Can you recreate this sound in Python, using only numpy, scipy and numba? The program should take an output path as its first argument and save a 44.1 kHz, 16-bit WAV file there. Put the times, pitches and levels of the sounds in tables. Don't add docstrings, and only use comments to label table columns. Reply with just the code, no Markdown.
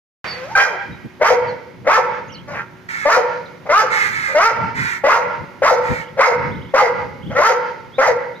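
import sys
import numpy as np
from scipy import signal
from scipy.fft import rfft, irfft, next_fast_len
from scipy.io import wavfile
from scipy.ndimage import uniform_filter1d, minimum_filter1d, map_coordinates
from numba import njit

SR = 44100
rng = np.random.default_rng(int(sys.argv[2]) if len(sys.argv) > 2 else 0)


def store_pcm(level_fs):
    pcm = np.round(np.clip(level_fs, -1, 1) * 32767).astype(np.int16)
    wavfile.write(sys.argv[1], SR, np.atleast_2d(pcm).T)


N = 370440
T = np.arange(N) / SR
START_S = 0.243
TOP_HZ = 15200

# f/Hz, relative level/dB
AIR_COLOUR = [(25, -25), (60, -17), (130, 0), (300, -3.5), (500, -12.5), (1000, -13.5), (2000, -17),
              (3200, -24), (6500, -32.5), (8000, -45.5), (12000, -38.5), (15000, -46)]
# f/Hz, relative level/dB
WASH_COLOUR = [(200, -20), (500, -5.5), (1500, -0.5), (2300, -2), (3200, -12.0), (6000, -24),
               (8000, -39), (15000, -43)]
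# f/Hz, mean level/dB
DRONE_LINES = [(172, -53.5), (372, -52)]
# centre t/s, half length t/s, level/dB
AIR_PUFFS = [(0.914, 0.028, -32.5), (1.057, 0.0077, -24), (1.496, 0.043, -38.5), (2.558, 0.051, -39.5),
             (4.642, 0.036, -27), (4.809, 0.037, -27.5), (5.42, 0.018, -30.5), (5.919, 0.014, -16),
             (5.992, 0.014, -32), (6.526, 0.089, -27.5), (7.075, .1, -39), (7.29, 0.041, -29)]
# f/Hz, relative level/dB
PUFF_COLOUR = [(25, -39), (60, -6.5), (115, 5), (220, -1), (320, -7.5), (600, -24.5), (2000, -59.5)]
BUFFET_DB, BUFFET_SWING_DB, BUFFET_RATE = -45, 7.5, 7
# start t/s, length t/s, start f/Hz, end f/Hz, peak level/dB before flutter
BIRD_NOTES = [(0.215, .2, 4720, 4385, -31.5), (0.252, .09, 5200, 5000, -40),
              (0.91, .045, 3850, 3790, -43.5), (1.468, .048, 4960, 3850, -41),
              (2.277, 0.023, 6840, 5960, -46.5), (2.313, .03, 6100, 5300, -47),
              (2.33, 0.04, 5200, 3700, -40.5), (3.453, .022, 4570, 3260, -42),
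              (7.91, 0.087, 2940, 4190, -42), (8.343, 0.043, 3300, 4300, -49)]
# start t/s, notes, spacing t/s, end f/Hz, peak level/dB before flutter
BIRD_RUNS = [(2.282, 4, 0.029, 3500, -42), (6.002, 3, 0.029, 3660, -42), (6.5, 6, 0.035, 4070, -45),
             (7.213, 4, .037, 3800, -43)]
TWITTER_S, TWITTER_FROM_HZ = 0.038, 2470

# delay t/s, level/dB, left minus right level/dB
WALL_ECHOES = [(.0052, -42, 11.5), (0.0133, -7.5, -3.5), (.024, -9.5, 1.5), (0.0446, -23, -9.5),
               (.088, -24, 2)]
# f/Hz, relative level/dB, 60 dB decay t/s
YARD_RING = [(139, 29.5, 0.81), (500, -19, 1.2), (950, -4.5, 0.7), (2140, -0.5, 0.93), (4400, -5, 1.29),
             (7900, -16, 1.1), (14000, -9, .2)]
# f/Hz, width f/Hz, level/dB over the plain ring
RING_PITCHES = [(462, 190, 4), (919, 79, 20.5), (1388, 130, 9), (1620, 30, 6), (1935, 110, 6.5),
                (2150, 33, 9.5)]

# t/s, pitch f/Hz, mouth resonance f/Hz, voice level/dB, roughness 0-1
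WHINE_POINTS = [(.33, 487.5, 499, -41, 0.17), (.44, 520, 510, -33, .04), (.48, 635.6, 650, -38.5, .37),
                (.52, 904, 910, -29.5, 0.3), (.548, 880, 920, -45, 0.1)]
YELP_POINTS = [(.555, 780, 1550, 2, 0.093), (0.57, 801, 1290, -8.5, 0.51), (0.609, 805.3, 1910, -5.5, 0.51),
               (.645, 804.6, 1552, -16, .2), (0.674, 520.4, 650, -26.5, .55), (.76, 348, 500, -31, 0.35)]
HUFF_POINTS = [(2.475, 288.7, 586, -30.5, 0.44), (2.53, 285, 580, -29, 0.52), (2.557, 240.4, 1940, -28, 1),
               (2.63, 226, 1430, -35.5, 0.87)]
# start t/s, length t/s, voice level/dB
GRUMBLE_EVENTS = [(1.199, .022, -36), (1.849, 0.017, -34.5), (3.66, 0.016, -31.5), (4.286, 0.051, -34),
                  (6.174, 0.027, -24), (7.3, 0.04, -31.5)]
GRUMBLE_HZ, GRUMBLE_MOUTH_HZ, GRUMBLE_ROUGH = 268.4, 576, 0.96
# start t/s, growl t/s, rise t/s, fall t/s, grunt t/s, jaws' lead on the fall t/s,
# growl f/Hz, top f/Hz, open mouth f/Hz, growl, open and grunt voice level/dB, growl and open roughness 0-1
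BARK_EVENTS = [ (1.216, 0.015, .067, 0.011, 0.025, 0.0044, 291, 455.2, 1460, -4.5, -6, -2.5, .85, 0.27),
               (1.869, .018, 0.078, 0.02, 0.014, 0.0018, 265.1, 446.3, 1380, -7.5, -3, -8.5, 0.68, 0.28),
               (3.055, .030, 0.074, .012, .030, 0.013, 282.2, 483.8, 1430, -3.5, -6, -6.5, 0.31, 0.51),
               (3.692, 0.027, 0.081, 0.041, 0.018, .002, 287.8, 439.7, 1350, -9.5, -0.5, -19.5, 0.61, 0.18),
               (4.349, .040, 0.092, .035, 0.0086, .002, 291.8, 462, 1470, -5, -3.5, -21, 0.25, .22),
               (5.039, .040, .076, 0.034, 0.042, 0.013, 270.9, 465.8, 1320, -1.5, -8, -17, .45, 0.75),
               (5.622, 0.028, 0.052, .015, 0.026, 0.009, 272.7, 456.8, 1270, -8, -1, -4, 0.74, 0.37),
               (6.192, 0.012, 0.059, 0.013, 0.047, .016, 277.7, 450.8, 1340, -7, -2, -8.5, 0.8, .55),
               (6.741, .015, .056, 0.011, 0.045, 0.019, 268, 441.8, 1157, -5.5, -2.5, -7.5, .55, 0.8),
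               (7.349, 0.059, 0.081, 0.011, 0.0262, 0.019, 259.6, 465, 1390, -8, -3, -5.5, 0.55, .36),
               (7.985, 0.025, 0.064, 0.015, 0.031, .028, 257.1, 447, 1175, -4.5, -13.5, -8.5, 0.4, 0.6), ]
GROWL_MOUTH_HZ, CREEP_HZ_PER_S, SWELL_DB_PER_S = 541, 700, 263.5
PITCH_EASE, MOUTH_EASE = 1.9, 3
GRUNT_HZ, GRUNT_MOUTH_HZ, GRUNT_ROUGH, SAG_HZ_PER_S, FADE_DB_PER_S = 256.3, 479, 0.26, 633, 168.5
# f/Hz, relative level/dB
THROAT_COLOUR = [(150, -42), (320, -26), (410, -9), (500, -2), (620, -2.5), (770, -4), (920, 1), (1100, 0),
                 (1380, 1.5), (1700, -3), (2100, -1), (2420, -16), (3000, -24), (5000, -30), (8000, -48),
                 (15000, -56)]
# f/Hz, relative level/dB
RASP_COLOUR = [(1500, -27), (2800, -18), (3800, 2), (5000, 9), (6500, 6), (8000, -15), (10000, -17),
               (12000, -11.5), (15000, -29)]
# f/Hz, relative level/dB
BRIGHT_COLOUR = [(1900, -36), (2400, 11), (2700, 0.5), (3100, 0), (3900, -35)]

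# start t/s, length t/s, attack t/s, level/dB, first ripple spacing f/Hz
SWISH_STROKES = [(2.885, 0.23, 0.0078, -26.5, 470), (3.896, 0.23, 0.045, -18, 452),
                 (4.103, 0.27, .035, -23, 454), (4.741, 0.26, 0.056, -22.5, 513),
                 (5.815, 0.24, 0.055, -27.5, 499)]
# f/Hz, relative level/dB
SWISH_COLOUR = [(400, -39), (850, -11), (1350, 1), (2100, 7.5), (2900, -18.5), (4200, -16), (5100, -19.5),
                (6500, -19.5), (9000, -28.5), (10500, -47), (12000, -23.5), (14500, -62)]
RIPPLE_SINK = 0.14

# f/Hz, level/dB
PORT_COLOUR = [(400, -0.5), (1000, -1.5), (2200, -6), (5000, -3), (9000, -10.5), (12500, 8)]


def undb(db):
    return 10 ** (np.asarray(db) / 20)


def unit(x):
    return x / np.sqrt(np.mean(x ** 2) + 1e-18)


def colour(x, points):
    hz, db = np.transpose(points)
    size = next_fast_len(x.shape[-1] + 2048)
    f = np.maximum(np.fft.rfftfreq(size, 1 / SR), 1)
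    gain = undb(np.interp(np.log(f), np.log(hz), db))
    return irfft(rfft(x, size) * gain, size)[..., :x.shape[-1]]


def gaussian(shape):
    return np.random.default_rng(rng.integers(2 ** 31)).standard_normal(shape)


def walk(size, rate):
    at = np.arange(size) * rate / SR
    count = int(at[-1]) + 2
    return np.interp(at, np.arange(count), gaussian(count))


def fade(t, rise_s, fall_s):
    rise = np.sin(np.pi / 2 * np.clip((t - t[0]) / rise_s, 0, 1))
    fall = np.sin(np.pi / 2 * np.clip((t[-1] - t) / fall_s, 0, 1))
    return rise * fall


def span(start, length):
    return T[int(start * SR):int((start + length) * SR)]


def ramp(t, start, length):
    return np.clip((t - start) / length, 0, 1)


def blend(a, b, share):
    return a + (b - a) * share


def add(out, x, s):
    i = max(int(s * SR), 0)
    out[..., i:i + x.shape[-1]] += x[..., :max(N - i, 0)]


def place(x, pan_db, lag):
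    at = np.arange(len(x))
    late = map_coordinates(x, [at - lag], order=3)
    return np.array([x * undb(pan_db / 2), late * undb(-pan_db / 2)])


@njit
def resonance(x, hz, width):
    y, band, low = np.empty(len(x)), 0., 0.
    for i in range(len(x)):
        g, k = np.tan(np.pi * hz[i] / SR), width[i] / hz[i]
        v = (band + g * (x[i] - low)) / (1 + g * (g + k))
        band, low, y[i] = 2 * v - band, low + 2 * g * v, k * v
    return y


def outdoors(air_db=-44.5, early_db=18.0, early_s=0.15):
    noise = rng.standard_normal((2, N)) + rng.standard_normal(N)
    steady = unit(colour(noise, AIR_COLOUR)) * undb(air_db + walk(N, 2.0))
    decay = np.exp(-np.maximum(T - START_S, 0) / early_s)
    return steady + unit(colour(noise, WASH_COLOUR)) * undb(air_db + early_db) * decay


def drone():
    out = np.zeros(N)
    for hz, db in DRONE_LINES:
        cycles = np.cumsum(hz * (1 + 0.00602 * walk(N, 2.5))) / SR
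        out += np.sqrt(2) * np.sin(2 * np.pi * cycles) * undb(db + 2 * walk(N, 6.2))
    return out


def puffs(shared=0.74):
    strength = undb(BUFFET_DB + BUFFET_SWING_DB * np.tanh(walk(N, BUFFET_RATE)))
    for centre, half, db in AIR_PUFFS:
        strength = strength + undb(db) * np.exp(-0.5 * ((T - centre) / half) ** 2)
    noise = rng.standard_normal((2, N)) + shared * rng.standard_normal(N)
    return unit(colour(noise, PUFF_COLOUR)) * strength


def birds(waver=0.06, flutter_db=3):
    out = np.zeros(N)
    runs = [(start + k * gap, TWITTER_S, TWITTER_FROM_HZ, end_hz, db)
            for start, count, gap, end_hz, db in BIRD_RUNS for k in range(count)]
    for start, length, from_hz, to_hz, db in BIRD_NOTES + runs:
        size = int(length * SR)
        wobble = waver * walk(size, 110) * abs(np.log(to_hz / from_hz))
        hz = np.linspace(from_hz, to_hz, size) * (1 + wobble)
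        note = np.sin(2 * np.pi * np.cumsum(hz) / SR) * np.hanning(size)
        add(out, note * undb(db + flutter_db * walk(size, 70)), start)
    return out


def yard(x, ring_db=-17, build_s=0.005, likeness=1.0, far_db=-1, far_s=0.22, far_spread_s=0.031):
    t = T[:int(SR * 3 / 2)]
    noise = rng.standard_normal((2, len(t))) + likeness * rng.standard_normal(len(t))
    steady = np.ones(len(t))
    favoured = noise.copy()
    for side in range(2):
        for hz, width, db in RING_PITCHES:
            favoured[side] += (undb(db) - 1) * resonance(noise[side], hz * steady, width * steady)
    f, frames, spectrum = signal.stft(favoured, SR, nperseg=256)
    hz, db, t60 = np.transpose(YARD_RING)
    db, t60 = (np.interp(np.log(f + 1), np.log(hz), c)[:, None] for c in (db, t60))
    ring = signal.istft(spectrum * undb(db - 60 * frames / t60), SR)[1][:, :len(t)]
    far = undb(far_db) * np.exp(-((t - far_s) / far_spread_s) ** 2)
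    swell = 1 - np.exp(-t / build_s) + far
    response = ring * swell * undb(ring_db) / np.sqrt(SR / 10)
    for delay, echo_db, pan_db in WALL_ECHOES:
        for side, sign in enumerate((1, -1)):
            response[side, int(delay * SR - sign * pan_db)] += undb(echo_db + sign * pan_db / 2)
    return signal.fftconvolve(x[None], response, axes=1)[:, :N]


def call(t, hz, mouth_hz, db, rough, jitter=0.05, uneven_db=5, shimmer_db=3, creak=0.5, noise_db=7.0,
         mouth_db=11, open_db=-8, mouth_share=0.55, shut_db=-12, bright_db=-19, rasp_db=-21,
         rasp_push=1.16, rasp_opening=0.17, rasp_flicker_db=3, swell_s=0.0096):
    size = len(t)
    rough = np.clip(rough, 0, 1)
    air, hiss = gaussian((size, 2)).T
    cycles = np.cumsum(hz * (1 + jitter * rough * walk(size, 350))) / SR
    folds = np.zeros(size)
    for k in range(1, 20):
        level = undb(uneven_db * min(k / 4, 1) * walk(size, 39.0))
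        folds += np.cos(2 * np.pi * k * cycles) * (k * hz < 7000) * level
    gate = unit(np.exp(-1.5 * (cycles % 1)))
    source = unit(folds) + undb(noise_db) * rough * gate * air
    creaking = np.exp(-creak * rough ** 2 * ((cycles / 3) % 1 - 0.5))
    source = source * creaking * undb(shimmer_db * rough * walk(size, 249.2))
    width = mouth_share * mouth_hz
    mouth = resonance(resonance(source, mouth_hz, width), mouth_hz, width)
    shut = (t > t[np.argmax(mouth_hz)]) * (1 - mouth_hz / mouth_hz.max())
    lips = undb(shut_db * shut) * fade(t, 0.02, 0.005)
    boost = undb(mouth_db + open_db * np.log2(mouth_hz / 500))
    voice = unit(colour(lips * source + boost * mouth, THROAT_COLOUR))
    bright = unit(colour(source, BRIGHT_COLOUR))
    voice = voice + bright * undb(bright_db) * (mouth_hz / 1400) ** 2
    push = (np.minimum(hz, 480) / 400) ** rasp_push * (mouth_hz / 1000) ** rasp_opening
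    flicker = undb(rasp_db + rasp_flicker_db * walk(size, 160))
    rasp = unit(colour(gate * hiss, RASP_COLOUR)) * flicker * push
    return (voice + rasp * fade(t, 0.023, 0.006)) * undb(db) * fade(t, swell_s, 0.0054)


def glide(points, edge_s=0.004):
    s, *columns = np.transpose(points)
    t = span(s[0] - edge_s, s[-1] - s[0] + 2 * edge_s)
    return call(t, *(np.interp(t, s, c) for c in columns)), t[0]


def grumble(start, length, db, edge_s=0.006):
    t = span(start - edge_s, length + 2 * edge_s)
    steady = np.ones(len(t))
    return call(t, GRUMBLE_HZ * steady, GRUMBLE_MOUTH_HZ * steady, db, GRUMBLE_ROUGH), t[0]


def bark(start, growl_s, rise_s, fall_s, grunt_s, early_s, growl_hz, top_hz, open_hz,
         growl_db, open_db, grunt_db, growl_rough, open_rough, lead_s=0.005, trail_s=0.0064):
    t = span(start - lead_s, lead_s + growl_s + rise_s + fall_s + grunt_s + trail_s)
    opens = start + growl_s
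    top = opens + rise_s
    to_go = 1 - ramp(t, opens, rise_s)
    effort, opening = 1 - to_go ** PITCH_EASE, 1 - to_go ** MOUTH_EASE
    falling, shutting = ramp(t, top, fall_s), ramp(t, top - early_s, early_s + fall_s)
    growling, grunting = np.minimum(t, opens) - start, np.maximum(t - top - fall_s, 0)

    rising_hz = blend(growl_hz + CREEP_HZ_PER_S * growling, top_hz, effort)
    hz = blend(rising_hz, GRUNT_HZ - SAG_HZ_PER_S * grunting, falling)
    mouth_hz = blend(blend(GROWL_MOUTH_HZ, open_hz, opening), GRUNT_MOUTH_HZ, shutting)
    rising_db = blend(growl_db - SWELL_DB_PER_S * (growl_s - growling), open_db, effort)
    db = blend(rising_db, grunt_db - FADE_DB_PER_S * grunting, falling)
    rough = blend(blend(growl_rough, open_rough, effort), GRUNT_ROUGH, falling)
    return call(t, hz, mouth_hz, db, rough), t[0]


def dog():
    out = np.zeros(N)
    calls = [glide(points) for points in (WHINE_POINTS, YELP_POINTS, HUFF_POINTS)]
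    calls += [grumble(*row) for row in GRUMBLE_EVENTS]
    calls += [bark(*row) for row in BARK_EVENTS]
    for sound, start in calls:
        add(out, sound, start)
    return out


def swishes(release_s=0.1):
    out, noise = np.zeros(N), unit(colour(rng.standard_normal(N), SWISH_COLOUR))
    for start, length, attack_s, db, ripple_hz in SWISH_STROKES:
        t = span(start, length)
        lag = 1 / (ripple_hz * (1 - RIPPLE_SINK * ramp(t, start, length)))
        rippled = sum(0.55 ** k * np.interp(t - k * lag, T, noise) for k in range(3))
        add(out, unit(rippled) * undb(db) * fade(t, attack_s, release_s), start)
    return out


def scene(dog_db=2):
    barks, strokes, chirps = dog() * undb(dog_db), swishes(), birds()
    direct = place(barks, pan_db=4.5, lag=3.47)
    direct += place(strokes, pan_db=-1.5, lag=13.3)
    direct += place(chirps, pan_db=0.5, lag=1)
    mix = direct + yard(barks + strokes + chirps) + puffs() + outdoors() + drone()
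    return mix * (T > START_S)


def record(dry, ceiling=0.95, release_s=0.039, bend=0.1, full_scale=0.66):
    heard = np.array([colour(x, [(hz, sign * db / 2) for hz, db in PORT_COLOUR])
                      for x, sign in zip(dry, (1, -1))])
    over = np.log(np.maximum(np.abs(heard).max(axis=0) / ceiling, 1))
    held = np.exp(np.maximum.accumulate(np.log(over + 1e-12) + T / release_s) - T / release_s)
    gain = uniform_filter1d(minimum_filter1d(np.exp(-held), size=65), size=65)
    limited = heard * gain
    rounded = limited / (1 + (limited / full_scale) ** 6) ** (1 / 6)
    thud_band = signal.butter(2, [55, 220], "band", fs=SR, output="sos")
    thud = signal.sosfilt(thud_band, rounded ** 2)
    top_cut = signal.ellip(8, 0.2, 70, TOP_HZ, fs=SR, output="sos")
    return signal.sosfilt(top_cut, rounded + bend * thud)


dry = scene()
out = record(dry)
store_pcm(out)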